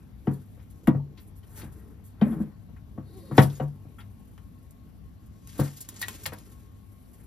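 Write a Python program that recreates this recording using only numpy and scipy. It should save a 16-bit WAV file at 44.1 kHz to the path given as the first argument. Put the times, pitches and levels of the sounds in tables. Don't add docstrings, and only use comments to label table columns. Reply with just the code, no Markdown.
import sys
import numpy as np
from scipy import signal
from scipy.fft import rfft, irfft, next_fast_len
from scipy.io import wavfile
from scipy.ndimage import uniform_filter1d

SR = 44100
rng = np.random.default_rng(int(sys.argv[2]) if len(sys.argv) > 2 else 0)


def voltage_ratio(level):
    return 10 ** (np.asarray(level, float) / 20)


def put_to_file(sound):
    columns = np.atleast_2d(sound).T
    safe = np.clip(columns, -1, 1)
    whole_steps = np.round(safe * 32767)
    wavfile.write(sys.argv[1], SR, whole_steps.astype(np.int16))


N = 320166

# f/Hz, level per Hz/dB
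ROOM_SPECTRUM = [(30, -22), (55, 7), (90, -3), (150, -5), (250, -8), (400, -26), (700, -25), (1200, -34.5),
                 (2000, -35.5), (4000, -39), (7000, -48.5), (10000, -54.5), (13000, -42), (15000, -56)]
ROOM_DB = -50
# t/s, level/dB
RUMBLE_SWELL = [(0.0, -52), (3.28, -50), (7.26, -54)]
# f/Hz, width/Hz, level/dB
HUM_LINES = [(100, 9, -54), (199, 12, -63), (248, 10, -68), (484, 10, -79), (1084, 20, -72.5),
             (1165, 14, -82)]
# t/s, level/dB
WHINE_LEVEL = [(0, -6), (2.3, -4.5), (5.5, -.6)]
# f/Hz, likeness/1
ROOM_LIKENESS = [(60, 0.79), (130, 0.66), (290, 0.27), (640, .15), (3000, 0.083), (6000, .6), (8600, 0.97),
                 (15000, 0.59)]
# f/Hz, t60/s
ECHO_DECAY = [(100, 0.34), (500, 0.2), (2000, 0.13), (8000, 0.063)]

# f/Hz, level/dB
MIC_RESPONSE = [(15, -15.5), (40, 0), (60, 1.7), (5000, -1.93), (9000, 6.5), (11000, 5.5), (13000, 1.5),
                (14200, -3), (15800, -8.5), (16200, -39.5)]
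# f/Hz, lead/rad
PORT_LEAD = [(0, 0), (1500, -.5), (2600, .8), (5000, .9), (6000, -1.3), (8600, -np.pi), (11300, -4.7),
             (12700, -6.1), (16000, -6.4)]
# f/Hz, level/dB
PORT_TILT = [(60, 3.5), (110, 2.5), (200, 3.5), (380, 2), (700, 4.5), (1290, 5.5), (2380, 4.5), (4400, 7),
             (8120, 3), (15000, -2)]
# f/Hz, level/dB
FAINTEST = [(3000, -125), (12000, -118), (13600, -104), (14800, -95), (16000, -82.5)]
SCATTER_DB, SCATTER_S = -4.5, .0008

# low f/Hz, high f/Hz
GRAIN_BANDS = [(165, 400), (400, 1700), (1700, 7900), (7900, 14600)]
REST_LEVELS = (-63.5, -74.5, -81.5, -87.5)
# t/s, rumble level/dB, rise/s, fall/s, drag over rumble/dB
SHOVES = [(0.0, -58, .1, 0.43, -6), (0.3, -40, 0.075, 0.15, -12.5), (0.92, -43, .2, 0.42, -29),
          (1.6, -46.5, 0.18, 0.23, -3.5), (1.8, -49.5, 0.37, 0.51, -10), (2.3, -43.5, 0.15, 0.24, -1),
          (3.1, -51, 0.55, 0.75, -15), (3.32, -36.5, 0.053, .1, -23), (3.39, -35, 0.11, 0.19, -8),
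          (3.62, -36, 0.046, .09, -18.5), (3.72, -54.5, 0.44, 0.99, -14),
          (5.618, -30.5, 0.066, 0.089, -6.5), (6.13, -50, 0.69, 0.73, -6.5), (6.49, -52, .9, .3, -11.5),
          (7.26, -58, .7, .5, -9.5)]
# t/s, rustle level/dB, rise/s, fall/s, fizz over rustle/dB
SHUFFLES = [(0.0, -71.5, .1, 0.29, -3), (0.3, -68.5, 0.24, .9, -0.5), (0.89, -68.5, 0.79, 0.21, -3),
            (1.23, -74, 0.15, 0.13, 3), (1.6, -56, 0.14, 0.1, 2.5), (1.78, -68.5, .6, 0.36, 0),
            (2.31, -67, .15, 0.23, 6), (3.2, -63, 0.21, .3, -2), (3.385, -38, .035, .09, -3),
            (3.435, -41, .09, .04, 0), (3.54, -55.5, .5, .2, -4.5), (4.2, -74, 4.3, 3, 0),
            (5.491, -50.5, 0.019, 0.75, -8.5), (5.64, -43, 0.19, 0.15, -10), (5.76, -51.5, 0.44, 0.42, -8),
            (6.11, -47.5, 0.34, 0.52, -9.5), (6.52, -62.5, .9, 0.29, -3), (7.26, -72.5, 1.8, .5, 3)]
STROKE_DB = 20

# t/s, length/s, f/Hz, level/dB
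WHISPERS = [(.328, .025, 4200, -67), (1.175, .065, 14900, -66), (1.19, .05, 12300, -69),
            (1.258, .055, 10750, -68), (1.36, .05, 10700, -70), (1.352, .055, 12300, -68),
            (1.522, .045, 10700, -68), (2.27, .08, 10600, -67), (2.305, .04, 3200, -64),
            (3.492, .025, 3700, -57), (3.535, .05, 6800, -62), (3.54, .045, 5000, -64),
            (3.54, .045, 3600, -66), (3.6, .06, 7000, -73)]
WHISPER_WIDTH_HZ = 650

# t/s, f/Hz, level/dB
SQUEAKS = [
    [(3.11, 333, -58), (3.15, 374.4, -55), (3.18, 385, -49), (3.21, 335.4, -55), (3.25, 313, -63)],
    [(3.225, 517, -56.5), (3.25, 554, -59.5), (3.28, 499.4, -63), (3.305, 496, -58.5)],
]
# t/s, level/dB
SCRAPE_LEVEL = [(3.02, -90), (3.08, -69), (3.199, -68), (3.3, -65), (3.37, -67.5), (3.4, -81)]
# f/Hz, width/Hz, level/dB
SCRAPE_MODES = [(3850, 300, -3), (4280, 240, 0), (4700, 250, -5), (10600, 600, -6), (1950, 150, -9)]
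# t/s, level/dB
SKID_LEVEL = [(2.235, -46), (2.26, -36), (2.33, -36), (2.385, -41), (2.414, -37), (2.5, -55)]
SKID_HZ, SKID_WIDTH_HZ = 260, 200

# low f/Hz, high f/Hz
SNAP_BANDS = [(.6, 1.5), (700, 2400), (7500, 16000)]
SHARP_RISE, SOFT_RISE = .065, .6
# t/s, level/dB, t60/s, fizz over tap/dB
TAPS = [
    (0.2693, -39.5, .06, -26),
    (0.8717, -20, 0.032, -9),
    (2.2117, -30.5, 0.093, -28),
    (2.3294, -55, .047, -9),
    (2.7637, -49, 0.047, -16.5),
    (3.3793, -10, 0.048, -32),
    (3.5985, -34, 0.033, -27),
    (3.984, -42, 0.096, -8.5),
    (4.3782, -42, 0.02, -25),
    (7.195, -57, 0.079, -.5),
]
TAP_CRISP_DB, TAP_HZ = -21, 2950
# t/s, level/dB, t60/s
FLICKS = [(0.33, -48, 0.08), (0.701, -49, 0.048), (1.195, -56, .13), (1.265, -58, 0.11), (1.353, -56, 0.13),
          (1.49, -55, .1), (1.525, -52, .1), (1.72, -51, .06), (2.035, -51.5, 0.2), (2.21, -53, .1),
          (2.4, -55, .1), (5.258, -56.5, 0.052), (7.128, -51, 0.09)]
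FLICK_CRISP_DB, FLICK_DULL_DB, FLICK_HZ = -13, -21.5, 3840
# t/s, level/dB, t60/s, f/Hz, dull over crisp/dB
CRACKS = [(0.5906, -60.5, 0.1, 3960, 6.5), (1.172, -46, 0.1, 3300, -4.5), (1.428, -56, .07, 3050, -21),
          (1.611, -41.5, 0.068, 3170, 0), (3.422, -27.5, .06, 3610, -25), (3.4994, -40, 0.028, 4030, -15.5),
          (4.0026, -42.5, 0.047, 2790, -11.5), (5.9602, -37, 0.064, 5340, -9.5),
          (6.0253, -20.5, .036, 2950, -8), (6.2557, -20.5, 0.034, 3500, -3), (6.3199, -42, .05, 2000, 2),
          (1.478, -58, .03, 4000, -12), ]
CRACK_FIZZ_DB = -14
# t/s, level/dB, t60/s, f/Hz, dull part/dB
CRUNCHES = [(4.707, -46, .022, 7500, -30), (5.9412, -44, .02, 4400, -12), (2.418, -50.5, 0.051, 3100, -3),
            (5.472, -36.5, 0.022, 4450, -17.5), (5.5956, -27, 0.055, 3130, -12),
            (5.888, -28, 0.02, 5240, -14), (5.9926, -38.5, 0.071, 6130, -16.5),
            (6.014, -22.5, 0.036, 4500, -8), (6.083, -22, 0.019, 3050, -9), (6.2324, -37, 0.077, 6700, -18),
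            (6.2615, -22, 0.027, 3730, -4), (6.3327, -36, 0.03, 3500, 2), (6.385, -40, 0.019, 3670, -21)]
CRUNCH_CRISP_DB = -5
# t/s, level/dB, t60/s, f/Hz, dull part/dB
CRUMPLES = [
    (1.555, -41, .16, 4360, -5),
    (5.577, -38, .08, 3300, -12),
    (5.632, -38, .06, 4500, -14),
    (5.767, -39, .04, 5400, -30),
    (5.805, -31, .05, 6340, -23),
    (6.006, -36, .06, 4000, -8),
    (3.535, -52, .12, 4500, -8),
    (3.31, -56, .1, 2200, 8),
]
# t/s, level/dB, contact/s
TICKS = [
    (4.379, -40, 0.00045),
    (5.889, -28, 0.000073),
    (6.036, -23, 0.00012),
    (6.0835, -15, 0.0001),
]

# t/s, f/Hz, level/dB, t60/s
RINGS = [(1.432, 3070, -61, 0.06), (2.213, 3150, -36.5, 0.029), (2.214, 3700, -40, .025),
         (4.379, 3100, -58, .02), (2.214, 4470, -49, 0.021), (2.219, 718, -23, 0.07),
         (2.2195, 212, -2.5, 0.1), (.27, 1900, -42, .035), (.27, 3000, -47, .02), (.272, 400, -24, .05),
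         (.997, 900, -43, .04), (3.3805, 290, -1, .045), (3.381, 511, -17, .08), (3.599, 720, -30, .08),
         (3.602, 480, -30, .08), (3.38, 3450, -20, .03), (3.38, 2050, -22, .025), (3.389, 1900, -24, .03),
         (5.592, 270, -9, .055), (5.593, 510, -22, .06), (.274, 511, -30, .12), (3.614, 146, -22, 0.35),
         (3.6, 2900, -48, .04), (0.95, 142, -29, .35), (3.986, 3305, -54, 0.056), (4.379, 1400, -50, 0.02),
         (3.985, 1373, -42, 0.033), (4.003, 3500, -57.5, 0.064), (6.026, 1914, -31, 0.11),
         (6.028, 1745, -30, 0.04), (6.086, 1037, -43, .06), (6.266, 146, -36.5, 0.17),
         (6.263, 514, -38, 0.088)]
# t/s, f/Hz, level/dB, t60/s
HOPS = [
    (2.2465, 225, -16, .1),
    (2.264, 235, -15, .07),
    (2.283, 190, -19, .1),
    (2.298, 225, -16, .12),
    (2.323, 200, -20, .08),
    (2.262, 590, -34, .06),
    (2.325, 680, -39, .06),
    (2.36, 165, -24, .2),
    (2.405, 210, -13, .08),
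    (2.445, 150, -30, .15),
]
RING_RISE = 1.2
# t/s, force level/dB, share into shelf/dB, share into pane/dB, ring time/1
KNOCKS = [(0.269, -22, -1, -12.5, 1.31), (0.57, -46.5, -12, -8, 0.69), (0.874, -6.5, -7.5, -15.5, 0.71),
          (0.945, -29.5, 6, -9.5, 0.89), (1.627, -35, -6, -16.5, 1.13), (2.212, -23, -6, -8, .8),
          (2.327, -42, -3, -2, 0.93), (2.398, -35, 2, -9, 0.69), (2.685, -56, -9, -3, 1.3),
          (2.975, -31.5, -3, -10, 0.83), (3.31, -26, 2, -11, 0.92), (3.379, -9, 2, 0, 0.73),
          (3.433, -33, 17.5, -13.5, 0.85), (3.597, -33, -3, 1, 1.09), (3.848, -45, 6, -10.5, 0.88),
          (5.591, -18, 4, -10.5, 0.75), (6.32, -43.5, -12, 2, 1.03)]
# f/Hz, level/dB, t60/s
TANK_PARTS = [
    [(98.2, -8.5, 0.34), (139.24, 4.5, 0.24)],
    [(185.2, -4.5, 0.26), (218, 2, 0.14), (258, -6.5, 0.22), (307, -.6, 0.12), (355.6, -7.5, .14)],
    [(465, 2.5, 0.098), (515, 0.6, 0.15), (629.5, -7, 0.16), (720, 7.5, 0.06), (881, -20, 0.27),
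     (950, -9, 0.18), (1125, -8, 0.15), (1258.6, -17, 0.13)],
    [(1477, -7, 0.09), (1750, 2.5, 0.037), (1906, 3, .12), (2040, -3.5, 0.065), (2100, -12, .1),
     (2920, -10, 0.062), (2915, -5, 0.08), (3290, -9.5, 0.11), (3850, -12.5, .06)],
]
HARD_DB, EDGE_DB, EDGE_LOSS = -9, -9, .4


def evened(x):
    return x / np.sqrt(np.mean(x ** 2) + 1e-20)


def read(points, hz):
    f, value = np.transpose(points)
    return np.interp(np.log(hz + 1), np.log(f + 1), value)


def band(x, low_hz, high_hz):
    sos = signal.butter(N=3, Wn=[low_hz, high_hz], btype="band", fs=SR, output="sos")
    return evened(signal.sosfilt(sos, x))


def add(mix, s, sound):
    part = mix[round(s * SR):][:len(sound)]
    part += sound[:len(part)]


def resonate(x, hz, width):
    turn = np.exp(2j * np.pi * hz * np.arange(len(x)) / SR)
    r = np.exp(-np.pi * width / SR)
    low = signal.lfilter([1 - r], [1, -r], x / turn + 1e-18)
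    low = signal.lfilter([1 - r], [1, -r], low)
    return 2 * (turn * low).real


def grains(count, per_s, spread_db):
    size = voltage_ratio(spread_db * np.minimum(rng.exponential(1, count), 5))
    return size * rng.standard_normal(count) * (rng.random(count) < per_s / SR)


def room_air():
    frames, hz = N // 512 + 5, np.fft.rfftfreq(2048, 1 / SR)
    a, b, c, d, patches = rng.standard_normal((frames, 1025, 5)).T
    patches = uniform_filter1d(patches, size=20, axis=0)
    patches = evened(uniform_filter1d(patches, size=8, axis=1))
    s, swell_db = np.transpose(RUMBLE_SWELL)
    swell_db = np.interp(np.arange(frames) * 512 / SR, s, swell_db - swell_db.mean())
    same = np.clip(read(ROOM_LIKENESS, hz), -1, 1)[:, None]
    left = a + 1j * b
    right = same * left + np.sqrt(1 - same ** 2) * (c + 1j * d)
    z = np.array([left, right])
    z *= voltage_ratio(read(ROOM_SPECTRUM, hz)[:, None] + swell_db / (1 + (hz[:, None] / 300) ** 2))
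    z *= voltage_ratio(1.6 * patches)
    return voltage_ratio(ROOM_DB) * evened(signal.istft(z, nperseg=2048, noverlap=1536)[1][:, :N])


def motor():
    size = next_fast_len(N)
    hz = np.fft.rfftfreq(size, 1 / SR)
    lines = sum(voltage_ratio(db) / np.sqrt(width) / (1 + (2 * (hz - f) / width) ** 2) for f, width, db in HUM_LINES)
    high = hz > 800
    one, other = rfft(rng.standard_normal((2, size)))
    like = np.clip(read(ROOM_LIKENESS, hz) + 0.12, 0, 1)
    pair = np.array([one, like * one + np.sqrt(1 - like ** 2) * other])
    split = pair * lines * [[~high], [high]]
    hum, whine = np.sqrt(2 * SR / np.pi) * irfft(split, size)[..., :N]
    return hum + whine * voltage_ratio(np.interp(np.arange(N) / SR, *np.transpose(WHINE_LEVEL)))


def echo(x):
    taps = np.zeros((2, SR // 2))
    at = np.arange(120, SR // 2 - 20, 20)
    at = at + rng.integers(0, 20, (2, len(at)))
    np.put_along_axis(taps, at, rng.choice([-1., 1.], at.shape), 1)
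    hz, t, z = signal.stft(taps, SR, nperseg=256)
    z *= (hz / (hz + 700))[:, None]
    fall = voltage_ratio(-60 * t / read(ECHO_DECAY, hz)[:, None])
    tail = signal.istft(z * fall, SR, nperseg=256)[1]
    tail[1] = .45 * tail[0] + 1.1 * tail[1]
    return signal.fftconvolve(x[None], tail / np.linalg.norm(tail[0]), axes=1)[:, :N]


def strokes(rows):
    s, db, rise, fall, other_db = np.transpose(rows)[:, :, None]
    t = np.arange(0, N + 64, 64) / SR - s
    slope = db - STROKE_DB * np.maximum(-t / np.maximum(rise, .01), t / np.maximum(fall, .01))
    return slope.max(0), (slope + other_db).max(0)


def paper():
    levels = [np.repeat(np.maximum(db, rest), 64)[:N]
              for db, rest in zip(strokes(SHOVES) + strokes(SHUFFLES), REST_LEVELS)]
    drift = uniform_filter1d(uniform_filter1d(rng.standard_normal(N), 400), 400)
    clumps = voltage_ratio(2.3 * evened(drift))
    return sum(voltage_ratio(db + shift_db) * band(clumps * grains(N, 9000, 1.2), *edge)
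               for db, edge, shift_db in zip(levels, GRAIN_BANDS, (-5.0, -6.5, -6.5, -1.5)))


def whisper(length, hz, db, noise):
    count = round(length * SR)
    return voltage_ratio(db) * np.hanning(count) * evened(resonate(noise, hz, WHISPER_WIDTH_HZ))[-count:]


def squeak(rows):
    s, hz, db = np.transpose(rows)
    t = np.arange(s[0], s[-1], 1 / SR)
    waver = 1 + 0.017 * evened(uniform_filter1d(rng.standard_normal(len(t)), 200))
    turns = 2 * np.pi * np.cumsum(np.interp(t, s, hz) * waver) / SR
    tone = np.sin(turns) + voltage_ratio(-16) * np.sin(2 * turns) + voltage_ratio(-25.5) * np.sin(3 * turns)
    return s[0], voltage_ratio(np.interp(t, s, db) + 6) * tone * signal.windows.tukey(len(t), .3)


def scrape():
    s, level_db = np.transpose(SCRAPE_LEVEL)
    t = np.arange(s[0], s[-1], 1 / SR)
    rub = grains(len(t), 8000, 2.2)
    rung = sum(voltage_ratio(db) * evened(resonate(rub, hz, width)) for hz, width, db in SCRAPE_MODES)
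    return s[0], voltage_ratio(np.interp(t, s, level_db)) * evened(rung)


def skid():
    s, db = np.transpose(SKID_LEVEL)
    t = np.arange(s[0], s[-1], 1 / SR)
    slips = grains(len(t), 3000, 3.0)
    return s[0], voltage_ratio(np.interp(t, s, db)) * evened(resonate(slips, SKID_HZ, SKID_WIDTH_HZ))


def snap(levels_db, t60, hz, rise):
    t, out = np.arange(SR // 6) / SR, 0
    edges = [np.multiply(SNAP_BANDS[0], hz), *SNAP_BANDS[1:]]
    for db, edge, life in zip(levels_db, edges, (1.01, 1.4, .8)):
        shape = (1 - np.exp(-t / (rise * t60))) * voltage_ratio(-60 * t / (t60 * life))
        out = out + voltage_ratio(db - 11.5) * shape / shape.max() * band(grains(len(t), 12000, 1.7), *edge)
    return out


def small_contacts():
    found = []
    for s, db, t60, fizz in TAPS:
        found.append((s, (db + TAP_CRISP_DB, db, db + fizz), t60, TAP_HZ, SHARP_RISE))
    for s, db, t60 in FLICKS:
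        found.append((s, (db + FLICK_CRISP_DB, db + FLICK_DULL_DB, db), t60, FLICK_HZ, SOFT_RISE))
    for s, db, t60, hz, dull in CRACKS:
        found.append((s, (db, db + dull, db + CRACK_FIZZ_DB), t60, hz, SHARP_RISE))
    for rows, rise in ((CRUNCHES, SHARP_RISE), (CRUMPLES, SOFT_RISE)):
        for s, db, t60, hz, dull in rows:
            found.append((s, (db + CRUNCH_CRISP_DB, db + dull, db), t60, hz, rise))
    return sorted(found)


def tick(db, contact):
    t = np.arange(SR // 4) / SR
    return voltage_ratio(db) * (1 - t / contact) * np.exp(-t / contact)


def ring(hz, db, t60):
    t = np.arange(SR // 4) / SR
    return voltage_ratio(db - 60 * t / t60) * np.sin(2 * np.pi * hz * t) * (1 - np.exp(-t * hz / RING_RISE))


def knock(levels_db, damping, chance, chatter):
    t, out, k = np.arange(len(chatter)) / SR, 0, 0
    for level_db, modes, loose in zip(levels_db, TANK_PARTS, (.04, .15, .6, 1.8)):
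        part = 0
        for hz, db, t60 in modes:
            u = np.maximum(t - 0.1032 / np.sqrt(hz) + 0.00201, 0)
            start = 1 - np.exp(-u * hz * .5)
            life = t60 * damping
            fall = voltage_ratio(-60 * u / life) + 3.4 * voltage_ratio(-60 * u / (0.29 * life))
            spot_db, detune, phase = chance[k]
            turns = hz * (1 + 0.033 * (detune - .5)) * u + phase
            part = part + voltage_ratio(db + 4.4 * (spot_db - .5)) * np.sin(2 * np.pi * turns) * start * fall
            k += 1
        bed = band(chatter, 0.55 * modes[0][0], 1.2 * hz) * fall * (1 - np.exp(-t * hz * 0.16))
        out = out + voltage_ratio(level_db - 5) * (part + loose * bed) / np.hypot(1, loose)
    contact = 0.00068 * voltage_ratio(-.45 * (levels_db[2] + 8.5))
    return out * (1 - np.exp(-t / contact))


def ports(left, right):
    size = next_fast_len(N + 4096)
    hz = np.fft.rfftfreq(size, 1 / SR)
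    f, lead = np.transpose(PORT_LEAD)
    half = voltage_ratio(read(PORT_TILT, hz) / 2)
    late = np.exp(-1j * np.interp(hz, f, lead))
    pair = np.array([rfft(left, size) * half, rfft(right, size) / half * late])
    return irfft(pair * voltage_ratio(read(MIC_RESPONSE, hz)), size)[:, :N]


def scene():
    near, small = paper(), np.zeros(N)
    behind = room_air() + motor()
    for (s, *how), noise in zip(WHISPERS, rng.standard_normal((len(WHISPERS), SR // 8))):
        add(small, s, whisper(*how, noise))
    for rows in SQUEAKS:
        add(near, *squeak(rows))
    add(near, *scrape())
    add(near, *skid())
    for s, *how in small_contacts():
        add(small, s, snap(*how))
    for s, *how in TICKS:
        add(near, s, tick(*how))
    for s, *how in RINGS + HOPS:
        add(near, s, ring(*how))
    for s, db, shelf, pane, damping in KNOCKS:
        edge_db = db + pane + EDGE_DB - EDGE_LOSS * (HARD_DB - db - pane)
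        levels_db = [db + shelf, db, db + pane, edge_db]
        add(near, s, knock(levels_db, damping, rng.random((30, 3)), grains(SR // 3, 6200, 1.2)))
    left, right = near + small + voltage_ratio(-5) * echo(near + small) + behind
    scatter = rng.standard_normal(200) * np.exp(-np.arange(200) / SR / SCATTER_S)
    scatter = voltage_ratio(SCATTER_DB) * scatter / np.linalg.norm(scatter)
    right = right + signal.oaconvolve(small, scatter)[:N]
    return ports(left, right)


def band_limit(x):
    return signal.sosfilt(signal.butter(12, 16140, fs=SR, output="sos"), x)


def record(dry):
    left, right = np.clip(dry, -1, 1)
    hz, _, z = signal.stft([left + right, left - right], SR, nperseg=1024, noverlap=768)
    power = abs(z) ** 2
    near = uniform_filter1d(uniform_filter1d(power, size=9, axis=1), size=4, axis=2)
    masker = uniform_filter1d(near.sum(0), size=61, axis=0)
    masked = masker * voltage_ratio(2 * -13) * (1 + 4 / (1 + ((hz[:, None] - 8600) / 330) ** 4))
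    limit = masked + voltage_ratio(2 * read(FAINTEST, hz))[:, None]
    kept = (near > limit) | (hz < 3000)[:, None]
    mid, side = signal.istft(z * kept, SR, nperseg=1024, noverlap=768)[1][:, :N]
    return band_limit(np.array([mid + side, mid - side]) / 2)


dry = scene()
out = record(dry)
put_to_file(out)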